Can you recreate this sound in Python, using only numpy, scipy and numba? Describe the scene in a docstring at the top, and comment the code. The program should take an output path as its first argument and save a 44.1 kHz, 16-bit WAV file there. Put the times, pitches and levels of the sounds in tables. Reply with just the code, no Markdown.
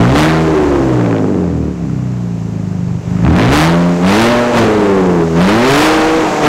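"""A six-cylinder car, parked on concrete, is revved, sinks towards idle and is blipped three more times.
Blowdown pulses from two banks ring the exhaust pipe; on throttle the tailpipes boom and rush with gas,
and on overrun the silencer burbles and drones. The microphone is so close that it overloads into a rasp,
and an automatic gain control leans on the peaks. Volleys of sharp clicks keep step with the firings."""
import sys
import numpy as np
from scipy import signal
from scipy.fft import rfft, irfft
from scipy.io import wavfile
from scipy.ndimage import uniform_filter1d
from numba import njit

SR = 44100
rng = np.random.default_rng(int(sys.argv[2]) if len(sys.argv) > 2 else 0)


def inscribe(sig):
    """Save sig as 16-bit PCM at rate SR to the path in sys.argv[1].

    A 1-D sig is mono; a 2-D sig holds one channel per row.
    Samples are clipped to [-1, 1] before scaling.
    """
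    pcm = np.round(np.clip(np.atleast_2d(sig).T, -1, 1) * 32767)
    wavfile.write(sys.argv[1], SR, pcm.astype(np.int16))


N = 285768
TIME = np.arange(N) / SR

# colour of the turbulent jet at the tailpipes, shared by the clicks: frequency_hz, relative_db
JET_SPECTRUM = [(30, -25), (100, -8.5), (250, -6.5), (600, 2.5), (1100, 0), (2200, -7.5), (4000, -17.5),
                (8000, -32.5), (15000, -52)]


def undb(db):
    """Decibels to gain."""
    return 10 ** (np.asarray(db) / 20)


def curves(table, at):
    """A table's later columns, interpolated at these values of its first."""
    points, *columns = np.transpose(table)
    return [np.interp(at, points, column) for column in columns]


def smooth(x, seconds):
    """Triangular running mean."""
    size = max(int(seconds * SR), 1)
    return uniform_filter1d(uniform_filter1d(x, size), size)


def steady(x):
    """Holds the running rms at 1, leaving the single beats as they are."""
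    return x / np.sqrt(smooth(x ** 2, seconds=.06) + 1e-12)


def noise(spectrum):
    """Noise of rms 1, coloured by (frequency_hz, relative_db) points."""
    hz, db = np.transpose(spectrum)
    bins_hz = np.maximum(np.arange(N // 2 + 1) * SR / N, 1)
    colour = undb(np.interp(np.log(bins_hz), np.log(hz), db))
    x = irfft(rfft(rng.standard_normal(N)) * colour, N)
    return x / x.std()


def resonate(x, hz, width_hz):
    """One resonance with gain 1 at its centre."""
    return signal.lfilter(*signal.iirpeak(hz, hz / width_hz, fs=SR), x)


def rolloff(x, hz, kind="low", order=2):
    """Smooth low-pass or high-pass."""
    return signal.sosfilt(signal.butter(order, hz, kind, fs=SR, output="sos"), x)


def partial(cycles, lag=.2):
    """A sine of rms 1 that follows a cycle count, late by a share of a cycle."""
    return np.sqrt(2) * np.sin(2 * np.pi * (cycles - lag))


def notch(x, cycles):
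    """Takes out the partial that follows this cycle count."""
    carrier = np.exp(2j * np.pi * cycles)
    return x - 2 * (smooth(x / carrier, seconds=.05) * carrier).real


def throttle():
    """Engine load: each push opens the throttle steadily and holds it, then the load dies away."""
    # pushes on the accelerator: start_s, length_s, depth (about 0-1), rise_s, release_s
    pushes = [(-0.05, 0.22, 0.49, 0.037, 0.15), (0.113, 0.12, 0.97, 0.057, 0.16),
              (3.028, 0.36, 0.9, 0.34, 0.22), (3.483, 0.16, 1.09, 0.045, 0.16),
              (4.018, 0.23, 0.77, 0.042, 0.12), (4.525, 0.073, 0.61, 0.046, 0.056),
              (5.346, 0.1, 0.74, 0.068, 0.33), (5.51, 0.33, 0.89, 0.22, 0.2),
              (6.412, 0.077, 0.49, 0.041, 0.27)]
    load = np.zeros(N)
    for start_s, length_s, depth, rise_s, release_s in pushes:
        opening = np.clip((TIME - start_s) / rise_s, 0, 1)
        closing = np.exp(-np.maximum(TIME - start_s - length_s, 0) / release_s)
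        load = np.maximum(load, depth * opening * closing)
    return load


def blowdown(firings, decay_share, scatter_db):
    """Each exhaust valve opens quickly and its pressure dies within a share of the firing interval."""
    index, phase = firings.astype(int), firings % 1
    strength = undb(scatter_db * rng.standard_normal(N // 100))
    return strength[index] * phase / decay_share * np.exp(-phase / decay_share)


def boom(firings, firing_hz, load, push_db):
    """The gas column pumps once per firing, swelling as it crosses the pipe's standing waves."""
    # boom with the throttle shut: firing_hz, level_db
    boom_levels = [(48, -41), (62, -34), (76, -18.5), (100, -20.5), (123, -6.5), (143, -17), (162, -7.5),
                   (177, -4.5), (205, -8), (240, -8), (320, -10.5)]
    shut_db, = curves(boom_levels, firing_hz)
    # under load the wave steepens and barks at the octave, which the silencer swallows at high speed
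    bark_gain = undb(-6.5) * np.sqrt(load) * np.interp(firing_hz, [162, 185], [1, 0])
    bark = bark_gain * partial(2 * firings, lag=0.795)
    return undb(shut_db + push_db * load) * (partial(firings) + bark)


def lope(firings, firing_hz, load, push_db):
    """One bank pushes harder than the other: a throb at half the firing rate."""
    # lope with the throttle shut: firing_hz, level_db
    lope_levels = [(70, -64), (110, -40), (138, -13.5), (165, -16), (195, -34), (228, -8.5), (242, -20),
                   (275, -5), (320, -26.5)]
    shut_db, = curves(lope_levels, firing_hz)
    return undb(shut_db + push_db * load) * partial(firings / 2)


def burble(firings, ragged, hz, width_hz):
    """Ragged burns churn in the silencer: a hollow, fluttering roar."""
    churn = rng.standard_normal(N) * (blowdown(firings, decay_share=0.28, scatter_db=0.5) + 0.029)
    hollow = resonate(resonate(churn, hz, width_hz), hz, width_hz)
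    return ragged ** 1.02 * steady(hollow)


def growl(firings, ragged):
    """Pulses of two unequal banks ring the pipe; their limp adds half orders between the harmonics."""
    # strength of each cylinder in firing order: relative_db
    cylinder_db = [-0.18, -0.9, -0.051, 0.84, 0.25, 0.095]
    # standing waves of pipe and silencer: pitch_hz, width_hz, relative_db
    pipe_modes = [(74.5, 3.3, -1), (125.1, 9.2, 6), (178.6, 14.8, 11.5), (250, 54, -1.5), (297, 59, 5),
                  (404, 40, 4.5), (484.4, 16.5, 3.5), (593.3, 16.5, 3), (790, 390, -3), (1065, 290, -26)]
    late_share = 0.048  # of a firing interval: the second bank's pulses come late
    path_lag_s, path_db = 0.00056, -3.5  # its path is also longer and lossier
    index = firings.astype(int)
    bank = index % 2
    # ragged burns stray in timing and strength, and are more abrupt
    timing_jitter, strength_jitter = rng.standard_normal((N // 100, 2))[index].T
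    centre = .5 + late_share * (bank - .5) + 0.051 * ragged * timing_jitter
    strength = undb(np.take(cylinder_db, index, mode="wrap") + 1.26 * ragged * strength_jitter)
    spread = 0.078 * (1 - 0.67 * ragged)
    pulses = strength * np.exp(-.5 * ((firings % 1 - centre) / spread) ** 2)
    second_bank = undb(path_db) * np.interp(TIME - path_lag_s, TIME, pulses * bank)
    flow = pulses * (1 - bank) + second_bank
    flow *= 1 + 0.078 * rng.standard_normal(N)  # never quite smooth
    pipe = sum(undb(db) * resonate(flow, hz, width_hz) for hz, width_hz, db in pipe_modes)
    pipe = rolloff(pipe, hz=1490)  # the silencer's packing soaks up the treble
    pipe = rolloff(pipe, hz=75, kind="high", order=4)  # small outlets radiate almost no sub-bass
    return steady(notch(notch(pipe, firings), firings / 2))  # boom and lope carry these two orders


def gas(firings, level_db):
    """The jet rushes in uneven puffs, one per firing; a slow jet is dull, a fast one bright."""
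    puffs = steady(blowdown(firings, decay_share=0.19, scatter_db=-1.0))
    jet = steady(noise(JET_SPECTRUM) * (puffs + 0.53))
    dull = rolloff(jet, hz=2000)
    brightness = np.interp(level_db, [-32, -10], [0, 1])
    return undb(level_db) * (dull + brightness * (jet - dull))


def hiss(firing_hz, load, push_db):
    """A smooth hiss, faint near idle, that grows with speed and as soon as the throttle cracks open."""
    # colour of the hiss: frequency_hz, relative_db
    hiss_spectrum = [(40, -27), (200, 15), (700, 8), (1500, -4.5), (2700, -6), (3300, -11.5), (5000, -11.5),
                     (6500, -9.5), (7700, -12), (8400, -23), (12000, -28), (15500, -37)]
    shut_db = np.interp(firing_hz, [68, 130, 300], [-33.5, -22, -15])
    return undb(shut_db + push_db * np.sqrt(load)) * noise(hiss_spectrum)


def drone(firings, firing_hz, centre_hz, width_hz, scatter_db):
    """Low orders swell as they slide through the silencer's hollow resonance; uneven burns shake them."""
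    # orders the silencer sings with on overrun: multiple of the firing rate, relative_db
    orders = [(2, 1), (2.5, 1.5), (3, -8)]
    tone = np.zeros(N)
    for order, db in orders:
        detuning = 2 * (order * firing_hz - centre_hz) / width_hz
        tone += undb(db) * partial(order * firings, lag=0.86) / (1 + detuning ** 2)
    burns = undb(scatter_db * rng.standard_normal(N // 100))[firings.astype(int)]
    return tone * smooth(burns, seconds=0.0026)


def clicks(firings, decay_s, gain_db):
    """Volleys of short, sharp clicks and cracks in step with the firings."""
    # volleys of clicks: start_s, count, stride (firings from click to click), relative_db
    volleys = [(0.995, 5, 2, -10), (1.11, 5, 2, -12), (1.345, 2, 6, -20), (3.17, 4, 1, -23),
               (3.25, 5, 1, -8), (3.364, 6, 2, -1), (6.441, 1, 1, -2)]
    kicks = np.zeros(N)
    for start_s, count, stride, db in volleys:
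        click_firings = np.interp(start_s, TIME, firings) + stride * np.arange(count)
        kicks[np.searchsorted(firings, click_firings)] = undb(db + gain_db)
    envelope = signal.lfilter([1], [1, -np.exp(-1 / (decay_s * SR))], kicks + 1e-18)
    return rolloff(envelope * noise(JET_SPECTRUM), hz=3200)


def lulls():
    """The exhaust note dips briefly between coasting and pulling; the result is in dB."""
    # dips of the note: centre_s, half_length_s, depth_db
    dips = [(1.765, 0.041, 6.5), (3.03, 0.037, 11), (3.973, 0.045, 6.5), (4.493, 0.068, 5.5),
            (5.299, 0.055, 6), (6.36, 0.088, 9)]
    return -sum(db * np.exp(-((TIME - centre_s) / half_s) ** 2) for centre_s, half_s, db in dips)


def scene():
    """The exhaust follows the crankshaft; speed, throttle and overrun set the mix."""
    # engine speed in five stretches (first rev, sag to idle, three blips): time_s, firing_hz
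    revs = [
        [(0.0, 107.4), (0.198, 153.1), (0.306, 159.6), (0.402, 160.5), (0.458, 161.1), (0.95, 124.3),
         (1.396, 90.7), (1.504, 82.33), (1.7, 72.7)],
        [(1.7, 72.4), (1.898, 64.55), (2.24, 59), (2.444, 55.5), (2.88, 49.16), (3.05, 48.44), (3.148, 52.2),
         (3.22, 57)],
        [(3.22, 58.53), (3.388, 99.53), (3.442, 114.7), (3.498, 132.2), (3.548, 146.4), (3.706, 168.4),
         (3.796, 173.9), (3.912, 175.4), (4.0, 173.9)],
        [(4.0, 173.2), (4.108, 196.7), (4.206, 226), (4.304, 240.3), (4.506, 241.2), (4.684, 218.3),
         (4.83, 205.3), (5.228, 166.1), (5.35, 163)],
        [(5.35, 166.1), (5.396, 171), (5.578, 229.4), (5.68, 266), (5.85, 313.7), (6.048, 316.7),
         (6.184, 322.6), (6.294, 305.8), (6.48, 299.5)],
    ]
    # the exhaust with the throttle shut: firing_hz, growl_db, gas_db
    coasting_levels = [(48.39, -14.5, -39.5), (55, -17.5, -43), (63, -15, -38.5), (70.7, -14, -36.5),
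                       (90, -8, -30), (118, -6.5, -21), (150, -7.5, -18.5), (171, -7.5, -21.5),
                       (205, -4, -15), (271.8, -3.5, -14.5), (324, -9, -13.5)]
    growl_push_db, gas_push_db, growl_overrun_db = 11.5, 21.5, -1.5  # added at full load or overrun
    firing_hz, = curves(np.concatenate(revs), TIME)
    firings = np.cumsum(firing_hz) / SR
    load, lull_db = throttle(), lulls()
    sink_hz_per_s = -smooth(np.gradient(firing_hz) * SR, seconds=0.048)
    overrun = np.interp(sink_hz_per_s, [30, 62], [0, 1])  # the engine is running down quickly
    ragged = np.clip(0.26 + 0.46 * overrun + 0.17 * load, 0, 1)  # unevenness of the burns

    shut_growl_db, shut_gas_db = curves(coasting_levels, firing_hz)
    growl_db = shut_growl_db + growl_push_db * load + growl_overrun_db * overrun + lull_db
    gas_db = shut_gas_db + gas_push_db * load + 0.18 * lull_db
    low_end = boom(firings, firing_hz, load, push_db=16.5) + lope(firings, firing_hz, load, push_db=12)
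    # the silencer roars and drones once enough gas flows through it; at idle it rings faintly
    flow = undb(np.interp(firing_hz, [55, 140], [-15, 0]))
    roar = undb(-0.5) * flow * burble(firings, ragged, hz=386, width_hz=300)
    hollow = drone(firings, firing_hz, centre_hz=388, width_hz=178, scatter_db=4.0)
    hollow *= undb(-10 + lull_db) * flow * overrun
    ring = undb(-33) * burble(firings, ragged=0.69, hz=391, width_hz=82)
    pipe = undb(growl_db) * (growl(firings, ragged) + roar)
    rush = gas(firings, gas_db)
    crackle = clicks(firings, decay_s=0.00087, gain_db=4.0)
    air = hiss(firing_hz, load, push_db=6.5)
    fade_in = np.minimum(TIME / .004, 1)
    return (fade_in * (undb(lull_db) * low_end + pipe + hollow + ring + rush + crackle + air))[None]


@njit
def follow(x, attack, release, start):
    """Level follower that rises and falls at its own pace."""
    out, level = np.empty(len(x)), start
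    for i in range(len(x)):
        level += (x[i] - level) * (attack if x[i] > level else release)
        out[i] = level
    return out


def gain_control(x, threshold_db, attack_s, release_s):
    """Turns the sound down when its rms passes the threshold, then lets it recover."""
    threshold = float(undb(threshold_db))
    rms = np.sqrt(np.abs(smooth(x ** 2, seconds=.01)))
    level = follow(rms, 1 / (attack_s * SR), 1 / (release_s * SR), threshold)
    return x * np.minimum(threshold / level, 1)


def record(dry):
    """The overloaded microphone flattens the peaks, gain control follows, and the top is cut."""
    ceiling, knee_hardness, top_hz = 0.81, 24.0, 15750
    clipped = dry[0] / (1 + np.abs(dry[0] / ceiling) ** knee_hardness) ** (1 / knee_hardness)
    centred = rolloff(clipped, hz=8, kind="high", order=1)
    held = gain_control(centred, threshold_db=-8.0, attack_s=0.021, release_s=0.8)
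    top_cut = signal.ellip(12, .2, 80, top_hz, fs=SR, output="sos")
    return signal.sosfilt(top_cut, held)[None]


dry = scene()
out = record(dry)
inscribe(out)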